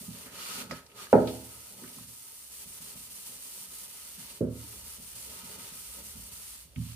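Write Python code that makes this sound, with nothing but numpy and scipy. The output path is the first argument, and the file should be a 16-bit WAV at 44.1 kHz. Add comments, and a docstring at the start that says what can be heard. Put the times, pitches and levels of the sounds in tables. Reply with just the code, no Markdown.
"""At a kitchen sink in a small tiled room, a soapy aluminium pot is scoured with a sponge.
Fibres hiss and rasp in back-and-forth strokes: coloured noise, roughened by many tiny snaps.
The pot's wall rings faintly under them as resonant noise, and its base rubs on the basin.
Bumps boom in the sink as decaying modes; short noise bursts are wet slaps, rubs and the bumps' bright crack.
Behind lie quiet room air and a faint low drone."""
import sys
import numpy as np
from scipy import signal
from scipy.fft import rfft, irfft, next_fast_len
from scipy.io import wavfile
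from scipy.ndimage import map_coordinates

SR = 44100
rng = np.random.default_rng(int(sys.argv[2]) if len(sys.argv) > 2 else 0)


def int16_out(signal):
    """Quantize to a 16-bit WAV file."""
    q = np.round(np.clip(np.atleast_2d(signal).T, -1, 1) * 32767)
    wavfile.write(sys.argv[1], SR, q.astype(np.int16))


N = 306617
TIME = np.arange(N) / SR
FREQ = np.fft.rfftfreq(N, 1 / SR) + 1e-3  # just above zero, so that its logarithm exists
LEFT_LAG_S = 9e-5  # the right microphone is nearer


def undb(db):
    """Decibels to gain."""
    return 10 ** (np.asarray(db) / 20)


def unit(x):
    """Scale to rms 1."""
    return x / np.sqrt(np.mean(x ** 2))


def curves(table):
    """Each column of a table as a line through time."""
    seconds, *columns = np.transpose(table)
    return [np.interp(TIME, seconds, column) for column in columns]


def colour(points):
    """Gain at each frequency from (Hz, dB) points."""
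    hz, db = np.transpose(points)
    return undb(np.interp(np.log(FREQ), np.log(hz), db))


def resonances(modes):
    """Gain at each frequency of (Hz, width in Hz, dB) resonances, summed in power."""
    power = 0
    for hz, width, db in modes:
        detuning = hz / width * (FREQ / hz - hz / FREQ)
        power = power + undb(db) ** 2 / (1 + detuning ** 2)
    return np.sqrt(power)


def noise(gain, apart_hz=1250):
    """Coloured noise at two close microphones: alike in the bass, almost unrelated in the treble."""
    size = next_fast_len(N, True)
    hz = np.fft.rfftfreq(size, 1 / SR)
    mid, side = rfft(rng.standard_normal((2, size)))
    spread = np.clip(hz / apart_hz, .22, .83)
    pair = (mid + np.array([[1], [-1]]) * spread * side) / np.sqrt(1 + spread ** 2)
    pair[0] *= np.exp(-2j * np.pi * hz * LEFT_LAG_S)
    return unit(irfft(pair * np.interp(hz, FREQ, gain), size)[:, :N])


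def walk(rate):
    """Random wandering of rms 1, in straight lines between `rate` points a second."""
    knots = np.arange(0, N / SR + 1, 1 / rate)
    return unit(np.interp(TIME, knots, rng.standard_normal(len(knots))))


def fade(t, t60):
    """Exponential decay, 60 dB down at t60."""
    return np.exp(-np.log(1000) * t / t60)


def pan(x, db):
    """Tip a pair to the left by db, or to the right if negative."""
    return x * undb(np.array([[db], [-db]]) / 2)


def add(out, s, x):
    """Mix x into out from time s."""
    start = max(int(s * SR), 0)
    part = x[:, :N - start]
    out[:, start:start + part.shape[1]] += part


# Colour of the room air. Each row: frequency in Hz, level in dB per Hz.
AIR_COLOUR = [(25, -24), (60, -21), (150, 6), (400, -4.5), (1000, -7), (4000, -22), (15000, -38)]
# Swell of the low drone. Each row: time in seconds, level in dB before panning.
DRONE_SWELL = [(0, -69), (2.3, -73), (2.9, -64), (3.6, -72), (4.2, -66), (5, -60.5), (5.7, -61.5),
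               (6.2, -56.5), (6.95, -63)]


def background():
    """Quiet room air, and a low drone of noise around 64 Hz that slowly swells and ebbs."""
    drone = noise(resonances([(64.0, 31, 0)]) ** 2) * undb(curves(DRONE_SWELL)[0])
    air = undb(-71.5) * noise(colour(AIR_COLOUR))
    return pan(drone, -4.0) + air


# Modes of the sink basin with the pot against it; the base rub stirs them too.
# Each row: frequency in Hz, relative dB struck on its floor, relative dB struck on its wall, t60 in seconds.
SINK_MODES = [(75.4, -24, -9, .75), (111, -18, -3, .66), (121, -14, -5, .52), (161, -8, -.5, .34),
              (180, -12, -8, .35), (197, -3, -6, .32), (234, -4, 1, .37), (259, -2, 0, .42),
              (293, -12, -14, .4), (337, -11, -13, .48), (363, -6, -2, .3), (382, -8, -11, .28),
              (410, -3, -6, .33), (422, 0, -10, .36), (444, -1, -6, .28), (469, -5, -9, .27),
              (496, -4, -7, .4), (511, -5, -6, .27), (530, -6, -12, .25), (552, 0, -7, .27),
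              (568, -1, -1, .27), (586, -7, -14, .33), (619, -2, -7, .28), (636, -6, -9, .42),
              (683, -13, -24, .25), (706, -8, -19, .25), (738, -9, -19, .25), (762, -12, -21, .25),
              (781, -9, -21, .27), (823, -15, -18, .3), (843, -10, -14, .27), (871, -8, -16, .25),
              (905, -14, -18, .22), (945, -9, -14, .28), (1005, -23, -20, .27), (1274, -19, -22, .3),
              (1298, -18, -22, .26), (1350, -20, -24, .22), (1421, -24, -26, .28)]
SKEW_HZ = 703  # from here up a mode is one radian out of step between the microphones
BUILD_S, BUILD_CYCLES = .016, 3  # a mode builds up over this time plus this many of its cycles


def sink_modes(t, ears):
    """Each basin mode as a decaying complex tone that builds up, a little out of step at the two ears."""
    mode_hz, _, _, t60s = np.transpose(SINK_MODES)
    skew = rng.choice([-1, 1], len(SINK_MODES)) * np.minimum(mode_hz / SKEW_HZ, 1)
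    modes = []
    for hz, t60, angle in zip(mode_hz, t60s, skew):
        envelope = fade(t, t60) * (1 - fade(t, BUILD_S + BUILD_CYCLES / hz))
        phase = 2 * np.pi * hz * ears + np.array([[angle], [-angle]]) / 2
        modes.append(envelope * np.exp(1j * phase))
    return np.array(modes)


# Echoes of the sheet's swing from the tiled corner. Each row: delay in seconds, level in dB.
TILE_ECHOES = [(.0098, -9), (.0132, -9), (.0168, -8), (.024, -7)]
SWING_HZ, SWING_DB = 600, 1.5  # what an ever harder contact would approach
SWING_T60_S, SWING_RISE_T60_S = .03, .0015
OVERTONE_RATIO, OVERTONE_DB = 1.6, -3
SOFT_HZ = 397  # a contact this soft halves the pitch of the swing


def sheet_thud(contact_hz, t, ears):
    """The sheet swings for a few cycles, lower and weaker under a soft contact; the tiles echo it."""
    softness = contact_hz / (contact_hz + SOFT_HZ)
    phase = 2 * np.pi * SWING_HZ * softness * ears
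    wave = np.sin(phase) - undb(OVERTONE_DB) * np.sin(OVERTONE_RATIO * phase)
    envelope = fade(t, SWING_T60_S) - fade(t, SWING_RISE_T60_S)
    swing = undb(SWING_DB) * softness * envelope * wave
    echoes = sum(undb(db) * np.roll(swing, int(lag * SR), axis=1) for lag, db in TILE_ECHOES)
    return swing + echoes


# Highest pitch in Hz, spot from 0 floor to 1 wall, share of the ring time.
NUDGE = (218, 0.29, 1.0)


def nudges():
    """Each stroke starts by rocking the pot against the basin with a soft contact."""
    return [(s, nudge_db, *NUDGE) for s, *_, nudge_db in STROKES]


# The dense, weaker ring of basin and counter. Each row: frequency in Hz, level in dB per Hz.
BOOM_COLOUR = [(40, -26.5), (110, -11), (250, -4), (520, -0.5), (880, 2.5), (1120, -15.5), (1350, -4.5),
               (1700, -10.5), (2100, -18.5), (2450, -10), (3000, -31.5)]
BOOM_DB, BOOM_T60_S, BOOM_HIGH_T60_S = -19, .45, .3
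# The pot bumps the sink; the two rows near 0.71 s are a tap on the pot held in the hand. Each row: start in #
# seconds, relative level in dB, highest pitch in Hz that the contact excites, spot from 0 floor to 1 wall, #
# share of the ring time that the grip leaves (.2 to 1.2 at most).
BUMPS = [(.245, -40, 296, .06, 0.59), (.323, -42, 281, 0.34, 0.43), (0.547, -40.5, 283, 0.033, 1.4),
         (0.601, -37, 257, 0.34, 0.87), (0.643, -38, 240, 0.76, 0.45),
         (0.7115, -34, 845, 0.42, 0.46), (0.712, -30, 218.3, .6, .65),
         (1.1284, -8, 2000, 0.066, 1.215), (1.817, -37.5, 365, 0.38, 1.04),
         (1.961, -39.5, 247, 0.55, 1.6), (2.019, -39, 130, 0.71, 0.88),
         (3.277, -49, 258, 0.27, 0.64), (3.599, -49, 200, .6, .8), (4.4061, -18.5, 543, 0.84, 1.1),
         (4.638, -38.5, 308, 0.14, 0.44), (6.649, -46, 171, 0.58, 0.74),
         (6.76, -20.5, 208, 1, 1.05)]


def bumps():
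    """Each bump rings the basin: the spot weights its modes, a soft contact dulls them, the grip sets their length."""
    out, t = np.zeros((2, N)), TIME[:2 * SR // 3]
    ears = np.maximum(t - np.array([[LEFT_LAG_S], [0]]), 0)
    _, floor_db, wall_db, t60s = np.transpose(SINK_MODES)
    modes = sink_modes(t, ears)
    dense = noise(colour(BOOM_COLOUR), apart_hz=1500)
    dense_low = signal.sosfiltfilt(signal.butter(4, 1100, fs=SR, output="sos"), dense)
    for s, db, contact_hz, spot, share in BUMPS + nudges():
        weights = undb(floor_db + np.clip(spot, 0, 1) * (wall_db - floor_db))
        phases = np.exp(2j * np.pi * rng.random(len(SINK_MODES)))
        ring = np.tensordot(phases * weights / np.linalg.norm(weights), modes, 1).imag
        # a random stretch of the dense ring, which loses its treble first
        part = rng.integers(N - SR) + np.arange(len(t))
        low = dense_low[:, part]
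        high = dense[:, part] - low
        boom = undb(BOOM_DB) * (low * fade(t, BOOM_T60_S) + high * fade(t, BOOM_HIGH_T60_S))
        # a share below 1 hastens the decay, above 1 slows it
        grip = fade(t * (1 / np.clip(share, .2, 1.2) - 1), t60s.mean())
        blow = sheet_thud(contact_hz, t, ears) + grip * (ring + boom)
        contact = signal.butter(6, contact_hz, fs=SR, output="sos")
        add(out, s, undb(db) * signal.sosfilt(contact, blow))
    # the deepest modes are stronger on the right
    bass = signal.sosfilt(signal.butter(1, 170, fs=SR, output="sos"), out)
    return pan(bass, -6.0) + pan(out - bass, -1.4)


# Colour of the pot's base rubbing on the basin. Each row: frequency in Hz, level in dB per Hz.
RUB_COLOUR = [(60, -16), (110, 1), (165, -5), (197, 7.5), (230, -3), (260, 4), (310, -5.5), (420, 2.5),
              (500, -2), (575, 1), (740, -8), (860, -4.5), (945, -1), (1150, -13), (4000, -48)]
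# The pot is lifted and turned, then laid in the sink, which damps it; the wall's ring follows this too.
# Each row: time in seconds, relative dB of the wall's ring against the rasp, relative dB of the base's rub.
HOLD_ON_POT = [(0, -9, -62), (.35, -5, -59), (.6, -24, -55), (.86, -4, -67.5), (1.0, -7, -61),
               (1.7, -6.5, -66), (1.85, 0, -62.5), (2.0, -9, -67), (2.25, -8, -78), (2.85, -8, -67.5),
               (3.2, -8.5, -70), (4.1, -7.5, -69.5), (4.3, -10, -66), (4.7, -3, -66.5), (5.15, -9, -70),
               (5.35, -5.5, -61.5), (5.65, -2.5, -61.5), (5.83, -6.5, -72.5), (5.97, -5, -64.5),
               (6.25, -6, -69), (6.6, -13, -74)]


def base_rub():
    """The pot's base drags on the basin and stirs its modes, fluttering in level."""
    _, base_db = curves(HOLD_ON_POT)
    basin = resonances([(hz, 9, 0) for hz, *_ in SINK_MODES])
    flutter_db = 2.2 * walk(30)
    return pan(noise(colour(RUB_COLOUR) * basin), -1.9) * undb(base_db + 3.5 + flutter_db)


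# Wall of the pot, damped by the hand; short bursts and scouring both ring it.
# Each row: frequency in Hz, width in Hz, relative dB lying in the sink, relative dB held in the air.
POT_WALL = [(910, 15, 1.5, -14.5), (950, 7, 2, -15), (1005, 20, -11, -18.5), (1268.5, 19, 1.5, -4),
            (1277, 15, 0, 0.5), (1310, 360, -9.5, -14), (1424, 16, -2.5, -6), (2033, 18, 0, -19.5),
            (2430, 140, -9.5, -14.5)]
# Short noise bursts: wet slaps, rubs, and the bright crack of the pot's bumps. Each row: start in seconds,
# level in dB before panning, centre in Hz, t60 in seconds, ring of the wall in dB relative to the burst.
SHORT_BURSTS = [(0.259, -53.5, 1850, 0.46, -15), (0.7109, -27, 1718, 0.0055, -17),
                (0.713, -40, 5100, 0.063, -25), (.864, -52, 5100, 0.031, -27),
                (0.897, -59, 2490, 0.11, -18), (0.916, -56, 3070, 0.069, -10),
                (1.069, -43, 1640, 0.017, -18), (1.13, -25.5, 1440, 0.022, -28),
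                (1.1292, -43, 2325, .02, -31), (1.273, -40.5, 3700, 0.15, -10.5),
                (1.839, -53, 1680, .12, -8), (1.876, -53, 2300, .08, -18), (1.983, -52.5, 1050, .04, -14),
                (4.407, -58, 1260, 0.62, -9), (6.76, -45.5, 2560, 0.027, -26)]


def short_bursts(room_db=-18, room_t60=0.36, wall_t60=0.25):
    """Each burst is fading noise, with the pot's wall answering in sines and the tiles' echo as a noise tail."""
    out, t = np.zeros((2, N)), TIME[:SR // 2]
    wall = np.zeros((2, len(t)))
    for hz, _, _, db in POT_WALL:
        phase = rng.uniform(0, np.pi / 2, (2, 1))
        wall += undb(db) * np.sin(2 * np.pi * hz * t + phase)
    wall *= fade(t, wall_t60)
    for s, db, hz, t60, wall_db in SHORT_BURSTS:
        dulling = np.hypot(1, (FREQ / (1.2 * hz)) ** 3)
        burst = noise(resonances([(hz, 0.46 * hz, 0)]) / dulling, apart_hz=2180)[:, :len(t)]
        envelope = fade(t, t60) + undb(room_db) * fade(t, room_t60)
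        add(out, s, undb(db) * (burst * envelope + undb(wall_db) * wall))
    return pan(out, -0.67)


# Strokes of the sponge. Each row: start in seconds, length in seconds, attack in seconds, relative dB of the
# sliding fibres' hiss, relative dB of their biting rasp, relative dB of the nudge to the pot.
STROKES = [(0, 0.071, 0.00047, -46, -55, -37), (0.077, 0.19, 0.063, -48.5, -52, -27.5),
           (0.284, 0.33, 0.25, -44, -41.5, -52), (0.691, 0.089, 0.013, -57, -52.5, -34),
           (0.937, 0.11, 0.09, -50.5, -48, -65), (1.078, 0.28, 0.037, -54.5, -54.5, -67),
           (1.251, 0.17, 0.048, -50.5, -56, -59), (1.417, 0.32, 0.042, -49, -56.5, -42.5),
           (1.744, 0.3, 0.045, -49, -56, -67), (2.058, 0.42, 0.028, -48.5, -59.5, -49),
           (2.48, 0.16, 0.065, -45, -54, -68.5), (2.653, 0.14, 0.047, -46.5, -56, -44),
           (2.799, 0.14, 0.024, -45.5, -53, -41), (2.947, 0.13, 0.026, -46, -54.5, -40),
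           (3.089, 0.18, 0.031, -45.5, -55, -51), (3.249, 0.14, 0.019, -45.5, -54.5, -53),
           (3.383, 0.28, 0.06, -44.5, -53.5, -62), (3.665, 0.2, 0.1, -44, -53.5, -57.5),
           (3.868, 0.32, 0.052, -47, -54, -61), (4.175, 0.13, 0.029, -47, -52, -39),
           (4.286, 0.088, 0.0092, -50, -54, -65), (4.484, 0.35, 0.21, -47, -55, -58),
           (4.829, 0.14, 0.04, -45, -53, -43), (4.98, 0.16, 0.059, -46.5, -55, -41),
           (5.143, 0.14, 0.017, -44.5, -52.5, -44.5), (5.288, 0.13, 0.015, -46.5, -51, -54),
           (5.423, 0.14, 0.036, -46.5, -51.5, -39), (5.57, 0.14, 0.033, -46.5, -51, -41),
           (5.711, 0.3, 0.037, -45.5, -53.5, -42), (6.015, 0.13, 0.045, -45.5, -55, -44),
           (6.148, 0.16, 0.037, -47.5, -56, -36.5), (6.309, 0.23, 0.015, -46, -54, -45),
           (6.54, 0.088, 0.019, -51, -57.5, -61.5), (6.742, 0.19, 0.13, -51, -54, -57)]
RELEASE_T60_S = 0.23  # a stroke dies away once the sponge stops
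REST_DB = (-64.5, -66.5)  # relative hiss and rasp while the sponge only rests on the pot
BRISK_S = (2.6, 6.4)  # stretch of brisk strokes, from and to
STALL_S, STALL_DB = .013, (-3.5, 0)  # there the hiss dips at each reversal while the rasp does not


def strokes():
    """Hiss and rasp levels through time: each stroke swells, holds and dies away, adding in power."""
    power = undb(REST_DB)[:, None] ** 2 * np.ones(N)
    t, stall = TIME[:SR], np.zeros(N)
    for s, length, attack, hiss_db, rasp_db, _ in STROKES:
        swell = np.sin(np.pi / 2 * np.minimum(t / attack, 1))
        envelope = swell * fade(np.maximum(t - length, 0), RELEASE_T60_S)
        add(power, s, np.outer(undb([hiss_db, rasp_db]), envelope) ** 2)
        if BRISK_S[0] < s < BRISK_S[1]:
            stall += np.exp(-((TIME - s) / STALL_S) ** 2)
    return np.sqrt(power) * undb(np.outer(STALL_DB, stall))


def snags(rate, spread_db, t60):
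    """Envelope of fibres that catch and let go: many small snaps and a few large ones."""
    sizes = undb(abs(spread_db) * np.minimum(rng.exponential(size=N), 5))
    snaps = sizes * (rng.random(N) < rate / SR)
    power = signal.lfilter([1], [1, -fade(1 / SR, t60) ** 2], snaps ** 2)
    return unit(np.sqrt(power))


def ripple(depth_db=1.4, spacing_hz=45):
    """Uneven gain over frequency: a fine random ripple."""
    knots = np.arange(0, SR, spacing_hz)
    return undb(depth_db * np.interp(FREQ, knots, rng.standard_normal(len(knots))))


# Colour of the fibres' hiss. Each row: frequency in Hz, level in dB per Hz.
HISS_COLOUR = [(2000, -32.5), (5000, -13), (7400, -11.5), (8300, -6.5), (8900, -4), (10000, -7.5),
               (11500, -9), (13500, -11.5), (15500, -10.5)]
# Colour of the fibres' rasp. Each row: frequency in Hz, level in dB per Hz.
RASP_COLOUR = [(500, -21.5), (1000, -3.5), (1400, -4.5), (1700, -4.5), (2300, -0.5), (2900, 0.5),
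               (3800, 1.5), (4800, -3), (7000, -4), (10000, -6.5), (15000, -22.5)]


def snapping_fibres(slide, bite):
    """Fibres hiss as they slide and rasp as they bite, with a fine random ripple in colour, roughened by snaps."""
    uneven = ripple()
    hiss = pan(noise(colour(HISS_COLOUR) * uneven), -.8) * slide * undb(2.0)
    rasp = pan(noise(colour(RASP_COLOUR) * uneven), -2.0) * bite * undb(-1.0)
    return snags(rate=10000, spread_db=1.4, t60=.004) * (hiss + rasp)


# High resonances of the pot. Each row: frequency in Hz, width in Hz, relative level in dB.
POT_SHIMMER = [(2776, 87, 0.5), (2950, 14, 1), (3030, 18, 6), (4390, 110, 4), (4710, 62, 3.5),
               (5610, 330, -3), (6700, 370, -6.5), (11900, 1400, -6.5)]


def wall_ring(bite):
    """The biting fibres stir the damped wall and its higher resonances, as resonant noise."""
    wall_db, _ = curves(HOLD_ON_POT)
    shimmer = pan(noise(resonances(POT_SHIMMER)), -1.2) * bite * undb(-4.0)
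    lying = resonances([(hz, width, db) for hz, width, db, _ in POT_WALL])
    wall = pan(noise(lying, apart_hz=1740), -.5) * bite * undb(wall_db - 4 + 2.0 * walk(12))
    return shimmer + wall


# The pot in the air. Each row: time in seconds, free ring of its wall in dB relative to the rasp,
# bend of its pitch by the grip in percent.
LIFT_IN_AIR = [(0, -14, -2.5), (.3, -9, -3), (.4, -7, -2), (.55, -7, 1), (.72, 1, 1.5), (.88, -7, -0.5),
               (1.0, -2, -3), (1.15, -13, -7), (1.5, -40, -0.5)]


def free_ring(bite):
    """Held in the air, the wall sings on one main note; reading the noise faster or slower bends it."""
    free_db, bend = curves(LIFT_IN_AIR)
    held = noise(resonances([(hz, width, db) for hz, width, _, db in POT_WALL]), apart_hz=1700)
    position = np.cumsum(1 + bend / 100)
    bent = np.array([map_coordinates(channel, [position], mode="mirror") for channel in held])
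    return bent * bite * undb(free_db)


def scouring():
    """The strokes drive fibres and pot alike, under a common quick judder in level."""
    slide, bite = strokes()
    judder = undb(0.33 * walk(51))
    return judder * (snapping_fibres(slide, bite) + wall_ring(bite) + free_ring(bite))


def scene():
    """Everything heard at the sink."""
    return background() + base_rub() + bumps() + short_bursts() + scouring()


def record(dry):
    """The phone cuts the deepest bass and the top."""
    thinned = signal.sosfilt(signal.butter(3, 45, "high", fs=SR, output="sos"), dry)
    return signal.sosfilt(signal.ellip(12, .2, 70, 15420, fs=SR, output="sos"), thinned)


dry = scene()
out = record(dry)
int16_out(out)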